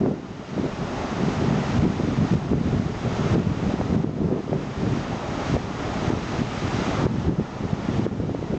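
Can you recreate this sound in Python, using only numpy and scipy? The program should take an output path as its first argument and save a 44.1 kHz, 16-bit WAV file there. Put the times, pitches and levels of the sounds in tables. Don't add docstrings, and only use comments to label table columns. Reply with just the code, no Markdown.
import sys
import numpy as np
from scipy import signal
from scipy.fft import rfft, irfft, next_fast_len
from scipy.io import wavfile
from scipy.ndimage import uniform_filter1d, minimum_filter1d

SR = 44100
rng = np.random.default_rng(int(sys.argv[2]) if len(sys.argv) > 2 else 0)


def wav_record(signal):
    frames = np.transpose(np.atleast_2d(signal))
    bounded = np.clip(frames, -1, 1)
    quanta = np.round(bounded * 32767).astype(np.int16)
    wavfile.write(sys.argv[1], SR, quanta)


N = 378378


def surf(gain_db=11, churn_db=1.3, spray_db=0.76):
    # (time [s], relative level [dB], extra weight of the roar [dB])
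    swells = [(0, -34, 0), (0.2, -37.5, 0.5), (0.65, -33.5, -0.5), (1.0, -33.5, 1), (1.5, -37.5, 0.5),
              (2.55, -38, 0), (2.75, -36, -1), (3.25, -35, 0), (3.45, -36, 0), (4.35, -37.5, 1),
              (4.75, -35.5, -0.5), (5.25, -38, 1.5), (5.47, -36.5, -1), (5.7, -37.5, 1), (6.75, -37, -1.5),
              (7.05, -38, 1.5), (7.9, -37.5, 2.5), (8.15, -36, 1), (8.58, -36.5, -2)]
    # (frequency [Hz], relative level [dB])
    foam_colour = [(40, 3), (170, -1.5), (400, -0.5), (500, -3.5), (610, -1), (850, -2), (1020, -5.5),
                   (1320, -5.5), (1580, -11), (1850, -10.5), (2300, -13.5), (4200, -19.5), (6700, -24),
                   (8000, -36), (8900, -51)]
    level_db, weight_db = in_time(swells)
    roar, hiss = split(coloured_noise(foam_colour), edge_hz=1300)
    boom, wash = split(roar, edge_hz=850)
    boom = boom * from_db(weight_db + churn_db * drift(8.1))
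    wash = wash * from_db(weight_db + churn_db * drift(23))
    hiss = hiss * from_db(spray_db * drift(3.3))
    return from_db(level_db + gain_db) * (boom + wash + hiss)


def wind(rumble_db=0.92, flutter_db=0.8, rumble_lumps_db=3.0, flutter_lumps_db=4.0, puffs_db=0.86):
    # (time [s], level of the deepest rumble [dB])
    swirl_depth = [(0, -7), (1.2, -12.5), (1.8, -1.5), (2.8, 5.5), (3.5, 3.5), (4.4, -1), (5.5, 4.5),
                   (6.5, 2.5), (7.2, 5.5), (8.58, 5)]
    # (frequency [Hz], relative level [dB])
    rumble_colour = [(15, -27), (25, -10.5), (35, -18), (55, -11), (90, -4), (140, 0.5), (200, -0.5),
                     (270, -4), (380, -17.5), (600, -33), (1500, -70.5)]
    # (frequency [Hz], relative level [dB])
    flutter_colour = [(80, -20.5), (200, -2.5), (280, -2.5), (390, 3), (500, -6.5), (700, -13),
                      (1100, -27.5), (2000, -38), (5000, -64)]
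    large, small = wind_strength()
    depth_db, = in_time(swirl_depth)
    lumps = drift(67)
    puffs = from_db(puffs_db * drift(14))
    deep, body = split(coloured_noise(rumble_colour), edge_hz=110)
    rumble = from_db(depth_db) * deep + body
    rumble = evened(rumble * from_db(rumble_lumps_db * lumps), span_s=0.06)
    flutter = evened(coloured_noise(flutter_colour) * from_db(flutter_lumps_db * lumps), span_s=0.036)
    return puffs * (from_db(rumble_db) * large * rumble + from_db(flutter_db) * small * flutter)


def wind_strength(floor_flutter_db=-7.5):
    # (time [s], relative level [dB])
    rumble_floor = [(0, -20.5), (0.25, -21.5), (0.45, -25), (1.0, -25), (1.35, -28), (2.0, -26.5),
                    (2.6, -19), (2.95, -25.5), (3.5, -21.5), (4.15, -30.5), (4.7, -21.5), (5.1, -30.5),
                    (5.7, -27.5), (6.6, -27), (7.3, -26.5), (7.8, -23), (8.15, -14.5), (8.58, -19)]
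    # (peak time [s], relative rumble level [dB], width [s], flutter compared with rumble [dB])
    gusts = [(0.05, -5, 0.11, 0), (0.584, -11.5, 0.063, -9), (0.656, -16.5, 0.05, -0.5),
             (0.816, -19.5, 0.047, -7.5), (1.246, -18.5, 0.13, -6), (1.432, -18, 0.072, -17),
             (1.535, -19, 0.15, -10), (1.792, -16.5, 0.09, -18), (1.865, -13.5, 0.085, -15.5),
             (2.06, -18, 0.15, -8.5), (2.209, -15.5, 0.066, -15.5), (2.344, -13, 0.06, -13),
             (2.556, -9, 0.075, -12), (2.663, -12, 0.04, -15), (2.754, -15, 0.11, -11),
             (2.879, -17, 0.052, -8), (3.081, -17, 0.078, -5.5), (3.238, -19.5, 0.1, -8),
             (3.366, -8, 0.065, -8.5), (3.485, -10.5, 0.059, -12.5), (3.679, -16, 0.12, -8),
             (3.807, -10, 0.024, -9), (3.974, -12, 0.17, -9), (4.079, -11, 0.07, -5.5),
             (4.233, -7.5, 0.11, -8), (4.341, -15, 0.09, 3.5), (4.538, -12.5, 0.1, -5),
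             (4.832, -14.5, 0.055, -6), (4.921, -16.5, 0.12, -11.5), (5.119, -23.5, 0.059, -5),
             (5.541, -16, 0.045, -20), (6.122, -18.5, 0.09, -5), (6.385, -27.5, 0.14, -6.5),
             (6.65, -23, 0.046, -11), (6.778, -22, 0.053, -22), (7.069, -16, 0.044, -14.5),
             (7.163, -13, 0.096, -17.5), (7.296, -9, 0.069, -9), (7.398, -8.5, 0.033, -13.5),
             (7.641, -19, 0.054, -7), (7.993, -15.5, 0.066, -7.5), (8.219, -12, 0.061, -7),
             (8.31, -12.5, 0.05, -7), (8.538, -11.5, 0.032, 0.5)]
    t = np.arange(N) / SR
    floor_db, = in_time(rumble_floor)
    large_power = from_db(floor_db) ** 2
    small_power = from_db(floor_db + floor_flutter_db) ** 2
    for peak_s, peak_db, width_s, flutter_db in gusts:
        near = slice(*np.searchsorted(t, [peak_s - 2 * width_s, peak_s + 2 * width_s]))
        gust = from_db(peak_db) * np.exp(-2 * ((t[near] - peak_s) / width_s) ** 2)
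        large_power[near] += gust ** 2
        small_power[near] += (gust * from_db(flutter_db)) ** 2
    return np.sqrt(large_power), np.sqrt(small_power)


def wind_thumps(air, level_db=-2.5, width_cycles=0.4, snap=0.31, calm_cycles=0.88):
    # (time [s], relative level [dB], centre frequency [Hz])
    hits = [(0.043, 8.5, 283), (0.061, 4.5, 595), (0.58, -0.5, 415), (0.643, -1, 362), (1.237, -2.5, 208),
            (1.51, -3, 170), (1.792, -3, 98), (1.854, 1.5, 298), (2, -2.5, 302), (2.189, -1.5, 145),
            (2.355, 2.5, 156), (2.534, 4.5, 340), (2.799, 3, 172), (3.358, 4, 362), (3.382, 3.5, 240),
            (3.472, 2.5, 154), (3.741, 3, 260), (3.813, -1.5, 597), (3.966, 5.5, 171), (4.045, 9.5, 255),
            (4.214, -3.5, 467), (4.314, 2, 368), (4.531, 5, 526), (5.541, -6, 272), (5.567, 0.5, 480),
            (6.104, 0, 306), (6.418, -1, 201), (6.893, -11, 250), (7.041, -5, 257), (7.067, 4.5, 368),
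            (7.295, 6.5, 244), (7.398, 3, 322), (7.733, 2.5, 156), (7.889, 1.5, 218), (7.996, 3.5, 234),
            (8.066, 10, 368), (8.295, -1.5, 477), (8.349, 2.5, 442), (8.428, -1.5, 380), (8.541, -2, 358)]
    thumps, calm, t = np.zeros(N), np.ones(N), np.arange(N) / SR
    for (hit_s, peak_db, hz), phase in zip(hits, rng.uniform(0, 2 * np.pi, len(hits))):
        near = slice(max(int((hit_s - .04) * SR), 0), int((hit_s + .04) * SR))
        cycles = (t[near] - hit_s) * hz
        swing = np.exp(-.5 * (cycles / width_cycles) ** 2) * np.cos(2 * np.pi * cycles + phase)
        kink = np.exp(-.5 * (2 * cycles / width_cycles) ** 2) * np.cos(4 * np.pi * cycles + phase)
        thumps[near] += from_db(peak_db + level_db) * (swing + snap * kink)
        calm[near] *= 1 - np.exp(-.5 * (cycles / calm_cycles) ** 2)
    return calm * air + thumps


def volume_control(x, limit_db=-7, recovery_db_per_s=10, attack_s=0.008, start_cut_db=18):
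    envelope = np.abs(signal.hilbert(x, next_fast_len(N + SR)))[0, :N]
    excess_db = np.maximum(20 * np.log10(envelope + 1e-9) - limit_db, 0)
    climb_db = recovery_db_per_s * np.arange(N) / SR
    held_db = np.maximum.accumulate(excess_db + climb_db)
    cut_db = np.maximum(held_db, start_cut_db) - climb_db
    size = max(int(attack_s * SR), 2)
    smooth_gain_db = uniform_filter1d(minimum_filter1d(-cut_db, size), size)
    return x * from_db(smooth_gain_db)


def rounded(x, ceiling=0.28):
    return x / (1 + (x / ceiling) ** 4) ** (1 / 4)


def from_db(db):
    return 10 ** (np.asarray(db) / 20)


def rms_one(x):
    return x / np.sqrt(np.mean(x ** 2) + 1e-20)


def in_time(rows):
    times, *columns = np.transpose(rows)
    return [np.interp(np.arange(N) / SR, times, column) for column in columns]


def drift(rate_hz):
    step, warm_up = 40, 2000
    pole = np.exp(-2 * np.pi * step * rate_hz / SR)
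    noise = rng.standard_normal(N // step + warm_up + 2)
    slow = signal.lfilter([1], [1, -2 * pole, pole * pole], noise)[warm_up:]
    return np.interp(np.arange(N) / step, np.arange(len(slow)), rms_one(slow))


def coloured_noise(colour):
    size = next_fast_len(N)
    hz, db = np.transpose(colour)
    bin_hz = np.maximum(np.arange(size // 2 + 1) * SR / size, 1)
    gain = from_db(np.interp(np.log(bin_hz), np.log(hz), db))
    spectrum = rfft(rng.standard_normal(size)) * gain
    return rms_one(irfft(spectrum, size)[:N])


def evened(x, span_s):
    size = max(int(span_s * SR), 2)
    local_power = uniform_filter1d(uniform_filter1d(x ** 2, size), size)
    return x / np.sqrt(local_power + 1e-12)


def split(x, edge_hz):
    low = signal.sosfiltfilt(signal.butter(2, edge_hz, fs=SR, output="sos"), x)
    return low, x - low


def scene():
    return (surf() + wind_thumps(wind()))[None]


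def record(dry, low_cut_hz=42, notch_hz=4395, high_cut_hz=9500):
    tamed = rounded(volume_control(dry))
    lean = signal.sosfilt(signal.butter(2, low_cut_hz, "high", fs=SR, output="sos"), tamed)
    notched = signal.lfilter(*signal.iirnotch(notch_hz, Q=50, fs=SR), lean)
    faded = notched * signal.windows.tukey(N, .001)
    return signal.sosfilt(signal.cheby2(16, 70, high_cut_hz, fs=SR, output="sos"), faded)


dry = scene()
out = record(dry)
wav_record(out)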